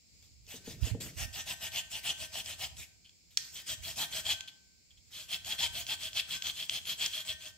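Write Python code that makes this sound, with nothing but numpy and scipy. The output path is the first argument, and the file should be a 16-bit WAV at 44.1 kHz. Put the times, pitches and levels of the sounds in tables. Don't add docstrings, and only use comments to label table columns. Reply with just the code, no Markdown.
import sys
import numpy as np
from scipy import signal
from scipy.fft import rfft, irfft, next_fast_len
from scipy.io import wavfile
from scipy.ndimage import uniform_filter1d, map_coordinates

SR = 44100
rng = np.random.default_rng(int(sys.argv[2]) if len(sys.argv) > 2 else 0)


def transcribe(u):
    v = np.clip(np.atleast_2d(u).T, -1, 1)
    q = np.round(v * 32767).astype(np.int16)
    wavfile.write(sys.argv[1], SR, q)


N = 333837
T = np.arange(N) / SR

# (start [s], length [s], rasp level [dB], pipe boost [dB], top speed [teeth/s])
STROKES = [(0.47, 0.13, -46, -12.5, 567.5), (0.638, .13, -47, -25.5, 573.5),
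           (0.803, .126, -42.5, -7.5, 682.9), (1.165, 0.1, -36.5, -9, 792),
           (1.324, .109, -39.5, -4.5, 809.3), (1.454, 0.1, -38, -2.5, 1020), (1.596, 0.1, -39, -3, 883),
           (1.714, 0.11, -38, 1.5, 908.4), (1.897, 0.11, -40, -0.5, 886), (2.026, 0.11, -36.5, 2, 898),
           (2.168, 0.11, -40, -4, 653), (2.318, 0.11, -38.5, 0.5, 777.3), (2.437, 0.12, -41, -4.5, 590),
           (2.58, 0.1, -38.5, 0, 779.4), (2.761, 0.099, -43.5, -20, 683), (3.518, .115, -46, -1.5, 582),
           (3.659, 0.1, -37.5, -2.5, 656), (3.819, 0.12, -38, -6, 680.5), (3.956, .11, -32.5, -4.5, 899),
           (4.103, .12, -36.5, -2.5, 654), (4.237, 0.12, -36.5, 7, 874), (5.102, 0.16, -46.5, 1.9, 625),
           (5.281, 0.1, -40, 3, 764.5), (5.437, 0.13, -39, 2, 877.3), (5.574, 0.11, -35.5, 6, 951),
           (5.717, .126, -39, 0, 716.6), (5.864, 0.097, -38.5, 5, 896.6), (5.983, 0.12, -41.5, 4, 650.5),
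           (6.132, .095, -39, 5.5, 792), (6.272, 0.12, -38.5, 0.8, 596.7), (6.415, 0.11, -40.5, 2.5, 896),
           (6.531, 0.14, -43.5, 3.5, 650), (6.683, 0.12, -39.5, 3, 779.6), (6.846, 0.11, -39, 1.5, 685.5),
           (6.973, 0.12, -38, 6, 929), (7.089, 0.15, -42.5, 3, 647), (7.247, 0.1, -41, 0.5, 636.6),
           (7.38, 0.14, -48, -0.5, 625)]
# (time [s], level [dB], pipe boost [dB])
SNAPS = [(0.2254, -55, -27), (0.466, -51, -15), (1.0087, -40, -9), (1.3294, -48, -8), (1.719, -45, 1),
         (1.7595, -34.5, 0), (2.0459, -59, 9), (2.4595, -37, -14), (2.7681, -50, -1), (3.0937, -55.5, 0),
         (3.3725, -16, -26), (3.836, -44, -3), (3.959, -46, -3), (4.4072, -34.5, -1.5), (4.4762, -53, 2),
         (5.4467, -40.5, -1.5), (5.5889, -42, 6), (5.8664, -39, 2.5), (6.1306, -42, -1.5),
         (6.1602, -45, -2), (6.422, -33.5, 1.3), (6.4584, -38, 1.2), (6.4702, -31.5, 1.5),
         (6.6955, -29, 4.5), (6.8538, -45, 5.5), (7.0606, -22.5, -28), (7.2499, -44, -4)]
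# (pitch [Hz], width [Hz], level [dB])
DEEP_CUT_TONES = [(2750, 167, 0.5), (2905, 58, -6), (3210, 273, 11), (3474, 440, 6), (4140, 525, 1)]
# (frequency [Hz], level [dB])
BENCH_COLOUR = [(40, -32), (80, -0.5), (160, 1.5), (250, -7), (460, -12), (700, -19), (1200, -80)]


def amp(db):
    return 10 ** (np.asarray(db) / 20)


def unit(x):
    return x / np.sqrt(np.mean(x ** 2) + 1e-20)


def along(points, hz):
    f, v = np.transpose(points)
    return np.interp(np.log(hz + 1), np.log(f + 1), v)


def curve(rows, column=1):
    rows = np.asarray(rows)
    return np.interp(T, rows[:, 0], rows[:, column])


def wobble(rate):
    return map_coordinates(rng.standard_normal(int(N * rate / SR) + 4), [T * rate])


def filtered(x, response):
    size = next_fast_len(N + SR // 4)
    return irfft(rfft(x, size) * response(np.fft.rfftfreq(size, 1 / SR)), size)[..., :N]


def coloured(x, colour):
    return filtered(x, lambda hz: amp(along(colour, hz)))


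def resonances(tones):
    def response(f):
        total = sum((-1) ** k * amp(db) * 1j * f * width / (hz * hz - f * f + 1j * f * width)
                    for k, (hz, width, db) in enumerate(tones))
        return total / np.sqrt(np.mean(np.abs(total) ** 2))
    return response


def microphones(pair, left_lead_s):
    likeness = [(300, 0.1), (1500, 0.23), (3200, 1), (4500, 0.43), (6500, 0.64), (9000, 0.07),
                (15000, 0.068)]
    balance = [(400, 15.5), (700, -11.5), (1300, -0.5), (2400, 2.5), (4400, -0.5), (8000, 1), (15000, 1)]
    angle = lambda hz: np.arccos(np.clip(along(likeness, hz), -1, 1)) / 2
    mid, side = filtered(pair, lambda hz: np.array([np.cos(angle(hz)), np.sin(angle(hz))]))
    sign = np.array([[1], [-1]])
    lead = lambda hz: np.exp(1j * np.pi * hz * left_lead_s * sign)
    return filtered(mid + sign * side, lambda hz: amp(sign * along(balance, hz) / 2) * lead(hz))


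def outdoor_hiss():
    colour = [(90, -15), (170, 2.5), (400, -9), (1250, -23.5), (1800, -19), (2300, -5.5), (2900, -12.5),
              (3700, -11), (4400, -2.5), (5300, -1.5), (6000, -10), (7300, 0), (8200, -13), (9200, -22.5),
              (15600, -19)]
    noise = coloured(rng.standard_normal((2, N)), colour)
    return amp(-65 + 1.5 * wobble(4.62)) * unit(noise)


def air_rumble():
    draught = [(0.0, -80), (0.21, -64.5), (0.59, -62.5), (1.1, -57), (2.04, -64.5), (2.7, -60.5),
               (2.99, -73), (3.6, -69), (4.3, -60.5), (4.45, -74), (4.81, -75), (5.21, -66), (5.63, -60),
               (6.98, -66), (7.57, -70)]
    puffs = [(0.69, 0.036, -53), (0.827, 0.032, -32.5), (0.912, 0.026, -33), (1.155, 0.13, -45.5),
             (1.93, 0.019, -50), (2.2, 0.027, -58), (2.78, .03, -58), (3.7, 0.049, -56), (3.78, 0.1, -53.5),
             (4.3, 0.073, -57), (5.6, 0.094, -58), (7.02, 0.039, -60), (7.3, 0.051, -55)]
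    colour = [(15, -48), (25, -38), (48, 2.5), (88, 5), (140, -9.5), (240, -20.5), (400, -34), (800, -104)]
    rise_db_per_s, fall_db_per_s = 1800, 700
    puff_db = [db - rise_db_per_s * (start - T).clip(0) - fall_db_per_s * (T - start - hold).clip(0)
               for start, hold, db in puffs]
    right_db = np.max([curve(draught), *puff_db], axis=0) + 5
    left_db = np.minimum(right_db - 6.5, -58)
    flutter = amp(2.7 * np.array([wobble(15), wobble(14)]))
    return amp([left_db, right_db]) * unit(coloured(flutter * rng.standard_normal((2, N)), colour))


def blade_moves():
    # (start [s], length [s], rasp level [dB], pipe boost [dB])
    slides = [(0.221, 0.087, -66, -23), (1.002, 0.12, -41.5, -19), (3.044, .06, -70.5, 9.5),
              (3.304, .07, -61, -13), (3.372, .17, -50, -15), (4.474, .037, -57, 8.5),
              (4.904, .035, -72, 9), (4.97, 0.035, -77, 12)]
    slide_teeth_per_s = 401.4
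    moves = []
    for start, length, db, pipe_db, top_speed in STROKES:
        speed_up_share = .58 + .3 * (length - .115) + .007 * pipe_db
        moves.append((start, start + speed_up_share * length, start + length, db, pipe_db, top_speed))
    for start, length, db, pipe_db in slides:
        moves.append((start, start + .06 * length, start + length, db, pipe_db, slide_teeth_per_s))
    return moves


def arm():
    # (time [s], level [dB])
    buzz_trim = [(0.5, -6.5), (1.9, -12), (2.65, -7), (2.8, -20.5), (4.3, -9.5), (5.2, -15.5), (5.7, -8.5),
                 (6.3, -16.5), (6.95, -16.5), (7.5, -8.5)]
    buzz_db_per_octave = 6.5
    rasp, pipe, buzz, rate = np.zeros((4, N))
    for start, fastest, end, db, pipe_db, top_speed in blade_moves():
        near = slice(max(round((fastest - .3) * SR), 0), round((fastest + .3) * SR))
        edges = lambda stretch: fastest + stretch * (np.array([start, fastest, end]) - fastest)
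        arc = lambda stretch: np.sin(np.pi * np.interp(T[near], edges(stretch), [0, .5, 1])).clip(0)
        speed = arc(1)
        contact = speed + amp(-17) * arc(1.89)
        rasp[near] += amp(db) * contact
        pipe[near] += amp(db + pipe_db) * contact ** 2
        buzz[near] += amp(db + buzz_db_per_octave * np.log2(top_speed / 800)) * speed
        rate[near] = np.maximum(rate[near], top_speed * speed ** .42)
    return rasp, pipe, buzz * amp(curve(buzz_trim)), np.maximum(rate, 350)


def teeth(rate, jitter, scatter_db):
    at = np.flatnonzero(np.diff(np.floor(np.cumsum(rate) / SR)))
    shift, size = rng.standard_normal((N, 2))[at].T
    at = np.clip(at + shift * (jitter * SR / rate)[at], 0, N - 1).astype(int)
    return np.bincount(at, amp(scatter_db * size), N)


def chips(bursts, rub, flicker_db):
    return unit((bursts + rub) * amp(flicker_db * wobble(70)) * rng.standard_normal((2, N)))


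def pipe_note(gain, bursts, beat, depth):
    shallow_tones = [(2564, 230, -1.5), (2810, 297, 3), (3434, 196, 1.5)]
    drive = gain * (chips(bursts, rub=0.51, flicker_db=2.5) + 0.2 * unit(beat))
    shallow = filtered(drive * np.sqrt(1 - depth), resonances(shallow_tones))
    return shallow + filtered(drive * np.sqrt(depth), resonances(DEEP_CUT_TONES))


def chip_rasp(gain, bursts):
    colour = [(180, -36), (400, -17.5), (900, -12), (1300, -8), (2200, -3.5), (3000, -3), (3600, -0.5),
              (4600, -1.5), (6500, 0.5), (8300, 1), (9200, -9.5), (12000, -4.5), (14600, -6), (15700, -13)]
    steel_tones = [(2600, 490, 6), (5100, 430, 1), (6520, 550, -2.5), (7700, 260, -19), (7980, 160, -1)]
    steel = lambda hz: 1 + amp(-17) * np.abs(resonances(steel_tones)(hz))
    scrape = gain * chips(bursts, rub=6.1, flicker_db=0.53)
    scrape = filtered(scrape, lambda hz: amp(along(colour, hz) - 1) * steel(hz))
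    bands = signal.stft(scrape, nperseg=256)[2]
    patches = uniform_filter1d(rng.standard_normal(bands.shape[1:]), size=4, axis=0)
    patches = uniform_filter1d(patches, size=14, axis=1)
    return signal.istft(bands * amp(3.5 * unit(patches)), nperseg=256)[1][:, :N]


def frame_buzz(gain, beat):
    frame_tones = [(629, 76, 6.5), (890, 400, -2.5), (1856, 74, 5.5)]
    broad_tones = [(780, 500, 0), (1900, 700, -8)]
    buzz = filtered(beat, lambda hz: resonances(frame_tones)(hz) * resonances(broad_tones)(hz))
    return amp(-4) * gain * unit(buzz) * [[1], [.7]]


def sawing():
    cut_depth = [(0, 0), (1.6, 0.15), (2.1, .45), (2.9, 0.5), (3.4, 0.96), (7.6, 1)]
    depth = np.clip(curve(cut_depth), 0, 1)
    rasp_gain, pipe_gain, buzz_gain, rate = arm()
    bites = teeth(rate, jitter=.25, scatter_db=1.5)
    bursts = signal.fftconvolve(bites, amp(-60 * T[:400] / 0.0044))[:N]
    bursts /= uniform_filter1d(bursts, size=1300) + 0.00088
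    beat = teeth(rate, jitter=.075 + .12 * (1 - depth), scatter_db=4)
    cut = pipe_note(pipe_gain, bursts, beat, depth) + chip_rasp(rasp_gain, bursts)
    cut += frame_buzz(buzz_gain, beat)
    bench_shake = amp(-23) * rasp_gain * unit(coloured(rng.standard_normal(N), BENCH_COLOUR))
    return microphones(cut, left_lead_s=36e-6) + bench_shake


def blade_snaps():
    snap_tones = [(1100, 610, -18.5), (1800, 550, -10), (2360, 250, -5.5), (3320, 220, 1.5),
                  (4530, 750, -1.5), (5720, 720, 2), (6790, 400, 3), (8240, 600, -7.5), (12300, 2000, -20),
                  (15150, 1100, -23)]
    blade, pipe = np.zeros((2, 2, N + SR))
    t = T[:SR // 10]
    fade = amp(-60 * t / 0.015) + 0.077 * amp(-60 * t / 0.06)
    fade *= 1 - np.exp(-t / 0.000075)
    knock = np.outer([1, .3], np.hanning(20) * np.sin(2 * np.pi * 2900 * t[:20]))
    for start, db, pipe_db in SNAPS:
        at = round(start * SR)
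        blade[:, at:at + len(t)] += amp(db) * fade * rng.standard_normal((2, len(t)))
        pipe[:, at:at + 20] += amp(db + pipe_db + 8.5) * knock
    cracks = filtered(blade[:, :N], resonances(snap_tones))
    knocks = filtered(pipe[:, :N], resonances(DEEP_CUT_TONES))
    return microphones(cracks + knocks, left_lead_s=43e-6)


def blade_ring():
    # (pitch [Hz], fade time [s], left over right [dB])
    tones = [(1545, .95, 9), (1835, .33, 3)]
    # (time [s], lower tone [dB], upper tone [dB])
    freedom = [(0.55, -26, -22), (1.05, -26, -8), (1.25, -23.5, -13), (2.25, -20.5, -20), (2.65, -36, -25),
               (3.4, -16.5, -7), (3.8, -29.5, -21.5), (4.3, -19, -22), (5.15, -24, -29), (5.4, -19.5, -21),
               (6.35, -20, -27.5), (6.6, -47, -42), (7.05, -20, -16.5), (7.5, -17, -12)]
    strokes = [(fastest, db) for _, fastest, _, db, *_ in blade_moves()[:len(STROKES)]]
    when, kick_db = np.transpose(strokes + [(start, db - 31) for start, db, _ in SNAPS])
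    at = (when * SR).astype(int)
    ring = 0
    for column, (hz, fade_s, left_db) in enumerate(tones, 1):
        kicks = np.full(N, -200.)
        kicks[at] = kick_db + curve(freedom, column)[at] + 60 * when / fade_s
        level = amp(np.maximum.accumulate(kicks) - 60 * T / fade_s)
        level = uniform_filter1d(np.pad(level, (300, 0))[:N], size=1100)
        phase = 2 * np.pi * hz * T + 0.8 * wobble(7.4)
        tone = np.sin(phase + [[0], [1.3]]) * amp([[0], [-left_db]])
        ring += level * amp(5 + 2.5 * wobble(14)) * tone
    return ring


def bench_thuds():
    bumps = [(0.474, -63), (0.541, -45.5), (0.675, -38), (0.868, -40.5), (0.948, -32)]
    tones = [(254.4, 0.5, 0.1), (454, 2.5, 0.064), (90, -10, 0.089), (790, -12.5, 0.033)]
    thuds, rattle = np.zeros((2, N + SR))
    t = T[:SR // 4]
    for start, db in bumps:
        at = round(start * SR)
        ring = sum(amp(tone_db + rng.normal(0, 1.5) - 60 * t / fade_s) * np.sin(2 * np.pi * hz * t)
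                   for hz, tone_db, fade_s in tones)
        thuds[at:at + len(t)] += amp(db - 3.5) * ring * (1 - np.exp(-t / 0.00076))
        rattle[at:at + len(t)] += amp(db + 10 - 60 * t / 0.77) * rng.standard_normal(len(t))
    return (thuds[:N] + coloured(rattle[:N], BENCH_COLOUR)) * amp([[1], [-1]])


def workshop_echo(x):
    fade_times = [(300, 1), (1500, 0.53), (3300, 0.41), (6500, 0.47), (14000, 0.31)]
    hz, t, bands = signal.stft(rng.standard_normal((2, SR // 2)), SR, nperseg=256)
    tail = signal.istft(bands * amp(-60 * t / along(fade_times, hz)[:, None]), SR, nperseg=256)[1]
    delayed = np.pad(x, ((0, 0), (200, 0)))
    return signal.fftconvolve(delayed, tail / np.linalg.norm(tail[0]), axes=1)[:, :N]


def scene():
    work = sawing() + blade_snaps()
    echo = amp(-11) * workshop_echo(work)
    return work + echo + bench_thuds() + blade_ring() + air_rumble() + outdoor_hiss()


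def record(dry):
    return filtered(dry, lambda hz: hz < 15750)


dry = scene()
out = record(dry)
transcribe(out)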